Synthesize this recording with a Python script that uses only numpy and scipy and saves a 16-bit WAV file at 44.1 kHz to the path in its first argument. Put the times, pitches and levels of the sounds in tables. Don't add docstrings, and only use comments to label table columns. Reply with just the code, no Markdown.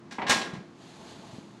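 import sys
import numpy as np
from scipy import signal
from scipy.fft import rfft, irfft, next_fast_len
from scipy.io import wavfile
from scipy.ndimage import map_coordinates

SR = 44100
rng = np.random.default_rng(int(sys.argv[2]) if len(sys.argv) > 2 else 0)


def output_pcm(signal):
    pcm = np.clip(np.atleast_2d(signal).T, -1, 1) * 32767
    wavfile.write(sys.argv[1], SR, np.round(pcm).astype(np.int16))


N = 70560


def amp(db):
    return 10 ** (np.asarray(db) / 20)


def unit(x):
    return x / np.sqrt(np.mean(x ** 2) + 1e-20)


def along(points, hz):
    freqs, values = np.transpose(points)
    return np.interp(np.log(hz + 1), np.log(freqs + 1), values)


def wobble(rate_hz):
    knots = rng.standard_normal(int(N * rate_hz / SR) + 4)
    return map_coordinates(knots, [np.arange(N) * rate_hz / SR])


def filtered(x, response):
    size = next_fast_len(len(x) + SR // 2)
    return irfft(rfft(x, size) * response(np.fft.rfftfreq(size, 1 / SR)), size)[:len(x)]


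def noise(spectrum):
    return unit(filtered(rng.standard_normal(N), lambda hz: amp(along(spectrum, hz))))


def fade(t, t60_s):
    return np.exp(-np.log(1000) * t / t60_s)


def rise(t, attack_s):
    return 1 - np.exp(-t / attack_s)


def soften(x, cutoff_hz):
    return signal.lfilter(*signal.butter(2, cutoff_hz, fs=SR), x)


def add(track, start_s, sound):
    start = round(start_s * SR)
    track[start:start + len(sound)] += sound[:N - start]


# start_s, level_db, cutoff_hz, attack_s, crack_db
CONTACTS = [(0.109, -43.5, 5840, 0.002, 1), (0.12, -43.5, 7640, 0.0023, 4), (.2655, -26.5, 3800, .003, -4),
            (.280, -30, 8500, .003, -4), (.2945, -20, 12000, .0016, 3.5), (0.3054, -22.5, 7500, .0015, 6.5),
            (.319, -29, 6200, 0.0015, 10), (0.343, -39, 5950, .001, 5), (0.413, -38, 5200, 0.0034, 13),
            (0.461, -40, 2400, 0.00081, 7), (0.534, -48, 6600, 0.0027, 5.5), (0.548, -46.5, 2970, .002, 8)]
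# freq_hz, density_db
CLATTER_SPECTRUM = [(40, -49), (90, -16.5), (200, 1.5), (500, -2.5), (900, -0.5), (1350, -2), (1850, 0),
                    (3000, -3.5), (4100, -2), (5100, -5), (5650, -3), (6200, -6.5), (6900, -6),
                    (9000, -10.5), (12000, -20.5), (16000, -29)]
# freq_hz, t60_s
CLATTER_DECAY = [(200, 0.96), (1000, 0.52), (2500, 0.46), (5000, 0.39), (11000, 0.33)]

def platform_clanks(mode_spacing_hz=16, mode_spread_db=3, clatter_db=-3):
    out, t = np.zeros(N), np.arange(N) / SR
    mode_hz = np.arange(0, SR / 2, mode_spacing_hz)
    mode_gains = amp(mode_spread_db * rng.standard_normal(len(mode_hz)))
    for start_s, level_db, cutoff_hz, attack_s, crack_db in CONTACTS:
        plate = unit(filtered(noise(CLATTER_SPECTRUM), lambda hz: np.interp(hz, mode_hz, mode_gains)))
        band_hz, age_s, bands = signal.stft(plate, SR, nperseg=256)
        decay = fade(age_s, along(CLATTER_DECAY, band_hz)[:, None])
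        clatter = amp(clatter_db) * signal.istft(bands * decay, SR)[1][:N]
        crack = amp(crack_db) * noise(CLATTER_SPECTRUM) * fade(t, t60_s=0.07)
        add(out, start_s, amp(level_db) * soften((clatter + crack) * rise(t, attack_s), cutoff_hz))
    return out


# freq_hz, mode_db, t60_s
PLATE_MODES = [(824, -4, 0.1), (1029, -9.5, 0.42), (1797, -2.5, 0.11), (2022, -10, 0.22),
               (2460, -13.5, 0.37), (1092, -9, .47), (1636, -3.5, .44), (2973, -12, 0.37),
               (3370, -17, 0.36), (3834, -9, 0.21), (4292, -10, 0.23), (4932, -13, 0.26), (5557, -23, 0.53),
               (5954, -11, 0.17)]

def platform_ring(ring_db=-3.5, wander_rad=0.45):
    out, t = np.zeros(N), np.arange(N) / SR
    for freq_hz, mode_db, t60_s in PLATE_MODES:
        energy, decay = np.zeros(N), fade(t, t60_s)
        for start_s, level_db, cutoff_hz, attack_s, _ in CONTACTS:
            envelope = amp(level_db) * decay * rise(t, attack_s)
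            add(energy, start_s, envelope ** 2 / (1 + (freq_hz / cutoff_hz) ** 4))
        phase = 2 * np.pi * freq_hz * t + wander_rad * wobble(43.74)
        out += amp(ring_db + mode_db) * np.sqrt(energy) * np.sin(phase)
    return out


def chatter(start_s=0.325, length_s=0.21, count=24, fall_db_per_s=134):
    out, t = np.zeros(N), np.arange(N) / SR
    for k, (jitter, size) in enumerate(rng.random((count, 2))):
        delay_s = length_s * (k + jitter) / count
        level_db = -36 - fall_db_per_s * delay_s + 8 * (size - 0.5)
        add(out, start_s + delay_s, amp(level_db) * noise(CLATTER_SPECTRUM) * fade(t, t60_s=0.045))
    return soften(out, cutoff_hz=10000)


# start_s, level_db, cutoff_hz, snap_db
HINGE_KNOCKS = [(.1832, -30, 2570, -5), (.2172, -30, 4470, 1.5), (.239, -35.5, 1500, -14)]
# freq_hz, mode_db, t60_s
HALF_MODES = [(382, -4, .3), (426, -3, .3), (571, -3, .33), (687, -5, .3), (741, -2, .3), (947, -1, .3),
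              (1007, -2, .3), (1662, -9, .2)]
# freq_hz, density_db
KNOCK_SPECTRUM = [(60, -20), (200, 6.5), (450, 0), (1050, 6.5), (1350, -6.5), (2300, -2.5), (3500, -12),
                  (6000, -24), (12000, -43)]

def hinge_knocks(body_db=0.5, ring_db=-10):
    out, t = np.zeros(N), np.arange(N) / SR
    for start_s, level_db, cutoff_hz, snap_db in HINGE_KNOCKS:
        envelope = amp(body_db) * fade(t, t60_s=0.24) + amp(snap_db) * fade(t, t60_s=0.027)
        knock = noise(KNOCK_SPECTRUM) * envelope
        for freq_hz, mode_db, t60_s in HALF_MODES:
            gain = amp(ring_db + mode_db + rng.normal(0, 1))
            knock += gain * fade(t, t60_s) * np.sin(2 * np.pi * (freq_hz * t + rng.random()))
        add(out, start_s, amp(level_db) * soften(knock * rise(t, attack_s=0.0017), cutoff_hz))
    return out


# start_s, level_db, pitch_hz, t60_s
BODY_THUDS = [(.122, -33.5, 247, 0.073), (.145, -30, 231, 0.031), (0.305, -24.5, 241.3, 0.1),
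              (0.332, -43, 135, .1), (.366, -27.5, 201, 0.1), (.405, -28, 219, 0.073),
              (0.486, -36, 195, 0.11), (.533, -20.5, 168, 0.042), (.565, -25, 175, 0.041),
              (.580, -26, 154.4, 0.052), (.605, -31.5, 208, 0.068), (1.187, -33.5, 172, 0.04),
              (1.289, -36.5, 193, 0.06), (1.33, -33, 131, 0.073), (1.3835, -16.5, 222, 0.017)]

def van_body(overtone_ratio=1.823, overtone_db=-11.5, low_cut_hz=87):
    out, t = np.zeros(N), np.arange(N) / SR
    for start_s, level_db, pitch_hz, t60_s in BODY_THUDS:
        phase = 2 * np.pi * pitch_hz * t
        panel = np.sin(phase) + amp(overtone_db) * np.sin(overtone_ratio * phase)
        add(out, start_s, -amp(level_db) * panel * fade(t, t60_s) * rise(t, attack_s=0.0032))
    return signal.lfilter(*signal.butter(2, low_cut_hz, "high", fs=SR), out)


# time_s, hiss_db, whirr_db
OIL_FLOW = [(0, -72, -71), (.76, -66, -82), (.81, -57.5, -58.5), (.9, -53.5, -67), (1.0, -55, -52.5),
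            (1.1, -50.5, -52.5), (1.2, -55.5, -59), (1.25, -54.5, -53.5), (1.37, -54, -56),
            (1.44, -60, -66), (1.54, -62, -60.5), (1.6, -63, -78)]
# freq_hz, density_db
HISS_SPECTRUM = [(200, -8), (600, 4), (1100, 1), (1600, -1), (2200, -3), (3200, -0.5), (3800, -1),
                 (4400, -0.5), (5400, -9), (6600, -4.5), (8500, -13.5), (11500, -20.5), (12800, -48)]
# centre_hz, width_hz, gain_db
FRAME_MODES = [(415, 110, -1), (680, 84, 1), (845, 80, 1), (1084, 92, -2)]
# freq_hz, density_db
RUMBLE_SPECTRUM = [(30, -32), (70, -6), (130, 2), (210, 0.5), (330, -2.5), (600, -28), (2500, -77)]

def hydraulics(rumble_db=-1.5):
    def frame(hz):
        return sum((-1) ** k * amp(gain_db) * 1j * hz * width_hz
                   / (centre_hz ** 2 - hz ** 2 + 1j * hz * width_hz)
                   for k, (centre_hz, width_hz, gain_db) in enumerate(FRAME_MODES))

    time_s, *levels = np.transpose(OIL_FLOW)
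    hiss_db, whirr_db = [np.interp(np.arange(N) / SR, time_s, db) for db in levels]
    whirr = unit(filtered(rng.standard_normal(N), lambda hz: frame(hz) ** 2))
    rumble = amp(rumble_db) * noise(RUMBLE_SPECTRUM)
    hiss = amp(hiss_db + 0.61 * wobble(120)) * noise(HISS_SPECTRUM)
    return hiss + amp(whirr_db + 0.4 * wobble(40)) * (whirr + rumble)


# start_s, length_s, pitch_hz, level_db
PIVOT_GROANS = [(.96, 0.12, 865, -54.5), (1.225, 0.054, 874, -51.5)]

def pivot(rough_db=2.5, rough_rad=0.7):
    out, t = np.zeros(N), np.arange(N) / SR
    for start_s, length_s, pitch_hz, level_db in PIVOT_GROANS:
        swell = np.sin(np.pi * np.clip((t - start_s) / length_s, 0, 1))
        envelope = amp(level_db + rough_db * wobble(150)) * swell
        out += envelope * np.sin(2 * np.pi * pitch_hz * t + rough_rad * wobble(130))
    return out


def air_puff(start_s=0.34, level_db=-52, pitch_hz=36):
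    age_s = np.maximum(np.arange(N) / SR - start_s, 0)
    return amp(level_db) * np.sin(2 * np.pi * pitch_hz * age_s) * fade(age_s, t60_s=0.11)


# pitch_hz, rms_db
HUM_TONES = [(183, -69), (205, -68.5), (344.5, -61)]
# freq_hz, density_db
AIR_SPECTRUM = [(25, -79), (55, -35), (110, -3), (200, 3), (300, 0), (450, -9), (700, -13), (1000, -13),
                (1500, -18), (3000, -27), (6500, -33.5), (11000, -51), (14000, -77)]

def background(air_db=-52, wander_rad=0.9):
    t = np.arange(N) / SR
    hum = sum(amp(rms_db) * np.sqrt(2) * np.sin(2 * np.pi * pitch_hz * t + wander_rad * wobble(8.04))
              for pitch_hz, rms_db in HUM_TONES)
    return amp(air_db + 0.54 * wobble(14.1)) * noise(AIR_SPECTRUM) + hum


def scene():
    impacts = platform_clanks() + platform_ring() + chatter() + hinge_knocks() + van_body()
    return (impacts + hydraulics() + pivot() + air_puff() + background())[None]


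def record(dry):
    top_hz = 15900
    return np.array([filtered(channel, lambda hz: hz < top_hz) for channel in dry])


dry = scene()
out = record(dry)
output_pcm(out)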